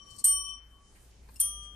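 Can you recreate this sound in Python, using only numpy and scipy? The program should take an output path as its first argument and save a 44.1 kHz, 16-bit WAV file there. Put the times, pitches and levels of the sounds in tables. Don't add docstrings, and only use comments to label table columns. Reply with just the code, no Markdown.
import sys
import numpy as np
from scipy import signal
from scipy.fft import rfft, irfft
from scipy.io import wavfile
from scipy.ndimage import uniform_filter1d

SR = 44100
rng = np.random.default_rng(int(sys.argv[2]) if len(sys.argv) > 2 else 0)


def gain_from_db(level_db):
    decades = np.asarray(level_db, float) / 20
    return 10 ** decades


def transcribe(u):
    v = np.clip(np.atleast_2d(u).T, -1, 1)
    q = np.round(v * 32767).astype(np.int16)
    wavfile.write(sys.argv[1], SR, q)


N = 77175
T = np.arange(N) / SR

# (frequency [Hz], density [dB per Hz])
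ROOM_SPECTRUM = [(25, 2.5), (100, -6.5), (300, -14.5), (1000, -22.5), (3500, -30), (8000, -30.5),
                 (11000, -28.5), (15500, -45)]
ROOM_DB, CUTOFF_HZ = -59.5, 16100
# (time [s], bright hiss [dB], low rumble [dB])
ROOM_SWELLS = [(0, 1.5, 1), (0.198, 5, 2.5), (0.398, -4, 0.5), (.65, -3, -4), (0.918, 4.5, 0),
               (1.1, 0.5, -0.5), (1.349, 1.5, 1), (1.55, -4.5, 1), (1.75, -4, 0.5)]
# (frequency [Hz], likeness [0-1])
EAR_LIKENESS = [(60, 0.87), (240, 1), (700, 0.2), (3000, 0.27), (15000, 0.087)]
# (time [s], level [dB])
HUM_LEVELS = [(0, -64.5), (.19, -66.5), (.33, -54), (.7, -56.5), (.85, -66), (1.15, -56.5), (1.42, -57),
              (1.52, -49.5), (1.75, -51)]
HUM_HZ, HUM_WOBBLE_DB, HUM_PAN_DB = 57.2, 1.4, 1
DUCK_DB, DUCK_S = -6, .009

ONE_HZ = [1134.5, 1164.0, 3063.6, 3071.4, 5656.2, 5679.4, 6481, 7925, 8097, 8715, 8785.6, 12372, 12575.4,
          13278]
TWO_HZ = [1193.6, 3218.2, 3223.9, 5958.4, 6858, 8786, 8970, 9474.6, 9474.6, 11540, 12575.5]
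# (left [dB], right [dB], t60 [s], swell [s])
BELL_ONE = [(-47.5, -39.5, 1.34, 0.15), (-58, -70.5, 13, 0.11), (-41, -54, 7.1, 0.27),
            (-35.5, -43, 6.7, 0.086), (-26.5, -40.5, 0.9, 0.19), (-29.5, -34, 0.96, 0.15),
            (-48, -42, 0.32, 0.017), (-45, -39, 0.38, 0.0034), (-34.5, -28, 0.34, .01),
            (-25, -38, 0.54, 0.18), (-8, -9, 0.37, 0.075), (-41, -55.5, 0.12, .004),
            (-21.5, -71, 0.33, 0.0019), (-55.5, -57.5, .12, 0.0029)]
BELL_TWO = [(-59, -53.5, 4.8, 0.082), (-39.5, -57.5, 8, 0.018), (-72.5, -70.5, 2.5, .02),
            (-44, -33, 0.82, 0.017), (-65, -53, 0.06, 0.00406), (-22, -41.5, 0.25, 0.0036),
            (-25, -33, 0.18, 0.0034), (-14, -15, 0.26, 0.069), (-36.5, -59, .7, 0.0035),
            (-64, -57, 0.12, 0.0045), (-26.5, -41.5, 0.26, 0.0034)]
# (left [dB], right [dB], t60 [s], swell [s])
LEFTOVER = [(-71, -58.5, 4.0, .01), (-62, -69.5, 5.9, .01), (-52, -70, 4, .01), (-50.5, -61, 3.2, .01),
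            (-53, -69, 2.2, .01), (-54.5, -70.5, 0.79, .01)]
ONE_SIDE = [1, 1, 1, 1, -1, 1, 1, 1, 1, 1, 1, 1, 1, 1]
TWO_SIDE = [1, 1, -1, -1, 1, -1, 1, 1, 1, 1, 1]
# (strike [s], touch [s], takes off [dB], within [s], then drag [dB per s])
RING_LEFTOVER = (-.011, .187, 12, .012, 30)
RING_ONE = (.2416, 0.5627, 16.3, 0.051, 36.6)
RING_TWO = (1.399, 1.676, 9.5, 0.12, 30)
FREE_LEFTOVER = (-.0135, .225, 6, .015, 30)

# (time [s], length [s], level [dB], centre [Hz], left-right [dB])
RUSTLES = [(0.103, 0.014, -68.5, 7100, 26), (0.161, 0.0087, -56, 8800, 7), (0.18, 0.029, -46, 7300, 10),
           (0.469, 0.049, -60, 9500, 5), (0.931, 0.071, -100, 9000, 5.5), (0.947, 0.033, -64, 2000, 0.5),
           (0.231, 0.05, -63, 500, -4), (1.283, 0.019, -60.5, 940, 3), (1.302, 0.024, -67, 9000, 5),
           (1.338, 0.013, -60.5, 8800, 8.5), (1.353, 0.02, -56, 10500, 4.5),
           (1.379, 0.026, -57.5, 9000, 16), (1.414, 0.036, -60.5, 2320, 5), (0.062, 0.16, -62.5, 5990, 6),
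           (1.619, 0.043, -60.5, 6700, 6)]
RUSTLE_OCTAVES, RUSTLE_GRAINS_PER_S = 0.5, 16000
# (centre [Hz], width [Hz], level [dB])
BASE = [(940, 400, -6.5), (2940, 260, 0), (4325, 347, 6.5), (4630, 210, -2), (5375, 208, -3),
        (6475, 680, -9), (6970, 190, -4.5), (8420, 950, 7), (9120, 490, -3.5), (10150, 230, -9),
        (11950, 320, -9), (13300, 2200, -6), (14320, 660, -6)]
BASE_VALLEY_DB, BASE_RAGGED_DB = -17, 6

# (time [s], level [dB], left-right [dB], kind [0 dull pad, 1 plunger])
TAPS = [(.106, -64, 11, 1), (.1885, -66, 2, 1), (.2445, -50, 2.5, 1), (1.259, -66, 2.5, 0),
        (1.2885, -53.5, 6.5, 0), (1.293, -54.5, 13.5, 0), (1.3593, -50.5, 11, 1), (1.3655, -51.5, 10, 1),
        (1.3952, -47, 10, 1), (1.4005, -52.5, -2, 0), (1.634, -63.5, 8.5, 1)]
# (frequency [Hz], level [dB], t60 [s])
PAD = [(531.4, -7, .04), (992, 0, 0.033), (1638, -6.5, .045), (2466, -11, 0.044), (4280, -11, 0.034),
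       (4760, -18, .04), (6340, -20, .03)]
PLUNGER = [(2778, -9.5, 0.058), (5340, -4.5, 0.045), (6896, -8.5, 0.03),
           (4330, -13, .03), (8670, -13, .05), (9910, -13, .05), (10170, -8.5, 0.055),
               (13320, -9.5, 0.0304)]

# (frequency [Hz], level [dB])
CHATTER_ONE = [(600, -36), (1500, -22.5), (3000, -39.5), (5500, -21), (8500, -2.5), (10500, -2.5),
               (13000, -10.5), (16000, -21)]
CHATTER_TWO = [(600, -18), (1500, -11.5), (3500, -41.5), (5500, -8.5), (8500, 2), (10500, 7), (13000, -5),
               (16000, -20.5)]
CHATTER_ONE_DB, CHATTER_TWO_DB, CHATTER_PER_S = -26, -32.5, 9000
LEAD_S, LEAD_DB = 0.0037, -18.5
RATTLE_THINS_HZ, RATTLE_THINS_DB = 7500, 7
# (frequency [Hz], level [dB])
TAIL = [(1000, 3), (2500, 19), (4500, 11.5), (8500, -2.5), (10500, -3.5), (13000, -1)]
TAIL_DB, TAIL_T60_S = -4.5, 0.34
# (strike [s], drop [s], takes off [dB], within [s], then drag [dB per s])
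RATTLE_ONE = (.2405, .2578, 9, .003, 300)
RATTLE_TWO = (1.399, 1.418, 22, .003, 540)
BRIGHT_ONE_HZ = [7925, 8097, 9300, 12372, 13278]
BRIGHT_TWO_HZ = [8340, 8780, 9470, 10190, 10800, 12300, 12600, 13000, 13520]
# (left [dB], right [dB], t60 [s], swell [s])
BRIGHT_ONE = [(-37, -30, .5, 0.0036), (-27.5, -23.5, 0.57, 0.0048), (-39, -38.5, 0.45, .004),
              (-34.5, -49.5, .5, 0.0045), (-32.5, -46, .5, .004)]
BRIGHT_TWO = [(-36, -26, 0.57, 0.0027), (-42, -28, 0.82, 0.0036), (-34, -32.5, .5, 0.0028),
              (-40, -25.5, .5, 0.0026), (-50, -51, .5, .004), (-31, -47, .5, 0.0033),
              (-21.5, -44, 0.43, .004), (-29, -41, .5, .004), (-38, -28.5, 0.44, 0.0037)]

# (time [s], level [dB], left-right [dB])
CLICKS = [
    (.2447, -19.5, 1.5),
    (1.4145, -26.5, 4),
    (1.4016, -28, -7),
]
CLICK_LOW_HZ, CLICK_T60_S = 4630, .004
# (time [s], pitch [Hz], level [dB])
MEW = [
    (.7, 1118, -82),
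    (.74, 1115, -66),
    (.78, 1120, -69),
    (.82, 1136, -62),
    (.9, 1131, -80),
]

MASK_DB, MASK_UP, MASK_DOWN = -32.5, 1.3, 1.157
QUIET_DB, QUIET_MID_DB, QUIET_HZ = -101.5, -111, 11000


def rms_one(x):
    return x / np.sqrt(np.mean(x ** 2) + 1e-20)


def at_hz(points, hz):
    table = np.array(points)
    return np.interp(np.log(hz), np.log(table[:, 0]), table[:, 1])


def panned(level_db, pan_db):
    return level_db + pan_db * np.array([[.5], [-.5]])


def drift(rate):
    r = np.exp(-80 * np.pi * rate / SR)
    noise = rng.standard_normal(N // 40 + 2002)
    slow = signal.lfilter([1], [1, -2 * r, r * r], noise)[2000:]
    return np.interp(np.arange(N) / 40, np.arange(len(slow)), rms_one(slow))


def colour(x, gain_of_hz):
    hz = np.maximum(np.arange(N // 2 + 1) * SR / N, 10)
    return rms_one(irfft(rfft(x) * gain_of_hz(hz), N))


def grains(per_s, uneven_db):
    hit = rng.random((2, N)) < per_s / SR
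    sign = rng.choice([-1, 1], (2, N))
    return hit * sign * gain_from_db(uneven_db * np.minimum(rng.exponential(1, (2, N)), 4))


def room(patchy_db):
    out, together = 0, drift(2)
    edges = np.append(20 * 2 ** np.arange(0, 9.9, .5), CUTOFF_HZ)
    s, bright, low_end = np.transpose(ROOM_SWELLS)
    air_db, rumble_db = np.interp(T, s, bright), np.interp(T, s, low_end)
    white = rng.standard_normal((2, 2, N))
    for k, (low, high) in enumerate(zip(edges, edges[1:])):
        band = signal.butter(2, [low, high], "band", fs=SR, output="sos")
        mid, side = signal.sosfilt(band, white[k % 2])
        hz = np.sqrt(low * high)
        alike = np.clip(at_hz(EAR_LIKENESS, hz), -1, 1)
        flicker_db = patchy_db * np.clip(np.log2(hz / 100) / 6, .3, 1) * (.3 * together + drift(4.5))
        swell_db = air_db * np.clip(np.log2(hz / 1500) / 2, 0, 1)
        swell_db = swell_db + rumble_db * np.clip(np.log2(900 / hz), 0, 1)
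        gain = gain_from_db(at_hz(ROOM_SPECTRUM, hz) + flicker_db + swell_db)
        out = out + gain * (np.sqrt(1 + alike) * mid + np.sqrt(1 - alike) * side * [[1], [-1]])
    return gain_from_db(ROOM_DB) * rms_one(out)


def hum():
    level_db = np.interp(T, *np.transpose(HUM_LEVELS)) + 3 + HUM_WOBBLE_DB * drift(6.5)
    tone = np.sin(2 * np.pi * np.cumsum(HUM_HZ + 2.0 * drift(8)) / SR)
    return gain_from_db(panned(level_db, HUM_PAN_DB)) * tone


def bell(pitches, modes, ring, sides=None):
    strike, touch, loss_db, within, drag_db = ring
    t, out = np.maximum(T - strike, 0), 0
    paw_db = -loss_db * np.clip((T - touch) / within, 0, 1) - drag_db * np.maximum(T - touch - within, 0)
    for hz, side, (left_db, right_db, t60, swell) in zip(pitches, sides or [1] * len(modes), modes):
        swelling = np.sin(np.pi / 2 * np.minimum(t / swell, 1)) ** 2
        rise = np.minimum(t / 0.0024, 1) * (0.25 + 0.75 * swelling)
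        tone = rise * gain_from_db(paw_db - 60 * t / t60) * np.sin(2 * np.pi * hz * t)
        out = out + np.array([[1], [side]]) * gain_from_db([[left_db], [right_db]]) * tone
    return out


def leftover_ring():
    padded = bell(ONE_HZ[2:4], LEFTOVER[2:4], RING_LEFTOVER)
    free = bell(ONE_HZ[:2] + ONE_HZ[4:6], LEFTOVER[:2] + LEFTOVER[4:], FREE_LEFTOVER)
    return padded + free


def base(hz):
    humps = sum(gain_from_db(level_db) / (1 + (2 * (hz - centre_hz) / width) ** 2)
                for centre_hz, width, level_db in BASE)
    ragged_db = BASE_RAGGED_DB * np.sin(hz / 31 + 3 * np.sin(hz / 173))
    return (humps + gain_from_db(BASE_VALLEY_DB)) * gain_from_db(ragged_db)


def rustles():
    out, fur = 0, grains(RUSTLE_GRAINS_PER_S, 2.5)
    for s, length, level_db, centre_hz, pan_db in RUSTLES:
        u = np.maximum(T - s, 0) / length
        shape = np.minimum(u / .3, 1) * np.exp(-np.maximum(u - .7, 0) * 2.2)
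        octaves = RUSTLE_OCTAVES * np.sqrt(centre_hz / 8000)
        brush = colour(fur, lambda hz: base(hz) * (
            0.026 + np.exp(-.5 * (np.log2(hz / centre_hz) / octaves) ** 2)))
        out = out + gain_from_db(panned(level_db, pan_db)) * shape * brush
    return out


def taps():
    out, uneven = 0, rng.standard_normal((len(TAPS), 8))
    for (s, level_db, pan_db, kind), spread in zip(TAPS, uneven):
        t = np.maximum(T - s, 0)
        modes = PLUNGER if kind > .5 else PAD
        ring = sum(gain_from_db(mode_db + 2.05 * u - 60 * t / t60) * np.sin(2 * np.pi * hz * t)
                   for (hz, mode_db, t60), u in zip(modes, spread))
        out = out + gain_from_db(panned(level_db, pan_db)) * np.minimum(t / 0.00063, 1) * ring
    return out


def chatter(timing, spectrum, level_db):
    t, knocks = T - timing[0], grains(CHATTER_PER_S, 3.2)
    rattle = np.clip(t / 0.0017, 0, 1) * np.clip(1 - (T - timing[1]) / 0.0024, 0, 1)
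    scrape = gain_from_db(LEAD_DB) * (t <= .002) * np.clip(1 + t / LEAD_S, 0, 1)
    tail = gain_from_db(TAIL_DB - 60 * np.maximum(t, 0) / TAIL_T60_S) * np.clip(t / 0.0022, 0, 1)

    def near_gain(hz):
        thin_db = RATTLE_THINS_DB * np.minimum(np.log2(hz / RATTLE_THINS_HZ), 0)
        return gain_from_db(at_hz(spectrum, hz) + thin_db) * base(hz)

    def far_gain(hz):
        thin_db = 14 * np.minimum(np.log2(hz / 600), 0)
        return gain_from_db(at_hz(spectrum, hz) + at_hz(TAIL, hz) + thin_db) * base(hz)

    near, far = colour(knocks, near_gain), colour(knocks, far_gain)
    return gain_from_db(level_db) * (near * (rattle + scrape) + far * tail)


def clicks():
    high = signal.butter(2, CLICK_LOW_HZ, "high", fs=SR, output="sos")
    crack, out = signal.sosfilt(high, rng.standard_normal((2, N))), 0
    for s, level_db, pan_db in CLICKS:
        decay_db = -60 * np.maximum(T - s, 0) / CLICK_T60_S
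        out = out + gain_from_db(panned(level_db, pan_db) + decay_db) * (T > s) * crack
    return out


def mew():
    s, hz, level_db = np.transpose(MEW)
    on = (T > s[0]) & (T < s[-1])
    tone = np.sin(2 * np.pi * np.cumsum(np.interp(T, s, hz)) / SR)
    return on * gain_from_db(np.interp(T, s, level_db)) * tone


def scene():
    duck = sum(np.exp(-((T - ring[0] + DUCK_S) / DUCK_S) ** 2) for ring in (RING_ONE, RING_TWO))
    bed = gain_from_db(DUCK_DB * duck) * (room(patchy_db=3.0) + hum() + rustles())
    bells = leftover_ring() + bell(ONE_HZ, BELL_ONE, RING_ONE, ONE_SIDE)
    bells = bells + bell(TWO_HZ, BELL_TWO, RING_TWO, TWO_SIDE)
    bright_tones = bell(BRIGHT_ONE_HZ, BRIGHT_ONE, RATTLE_ONE) + bell(BRIGHT_TWO_HZ, BRIGHT_TWO, RATTLE_TWO)
    rattles = chatter(RATTLE_ONE, CHATTER_ONE, CHATTER_ONE_DB)
    rattles = rattles + chatter(RATTLE_TWO, CHATTER_TWO, CHATTER_TWO_DB)
    return bed + bells + taps() + bright_tones + rattles + clicks() + mew()


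def thin_out(x):
    hz, _, z = signal.stft(x, SR, nperseg=2048, noverlap=1024, window="cosine")
    power = uniform_filter1d(np.mean(abs(z) ** 2, axis=0), size=4, axis=0)
    level_db = 10 * np.log10(power + 1e-20)
    near_db = np.array([level_db[int(k / MASK_UP):int(k * MASK_DOWN) + 1].max(axis=0)
                        for k in range(len(hz))])
    floor_db = np.where(hz[:, None] < QUIET_HZ, QUIET_MID_DB, QUIET_DB)
    bar_db = np.maximum(near_db + MASK_DB, floor_db)
    keep = np.clip((level_db - bar_db) / 2.9 + .5, 0, 1)
    return signal.istft(z * keep, SR, nperseg=2048, noverlap=1024, window="cosine")[1][:, :N]


def low_pass(x):
    return signal.sosfilt(signal.butter(12, 16120, fs=SR, output="sos"), x)


def record(dry):
    top_cut = signal.cheby2(12, 70, CUTOFF_HZ, fs=SR, output="sos")
    mix = signal.sosfilt(top_cut, thin_out(dry))
    return low_pass(mix)


dry = scene()
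out = record(dry)
transcribe(out)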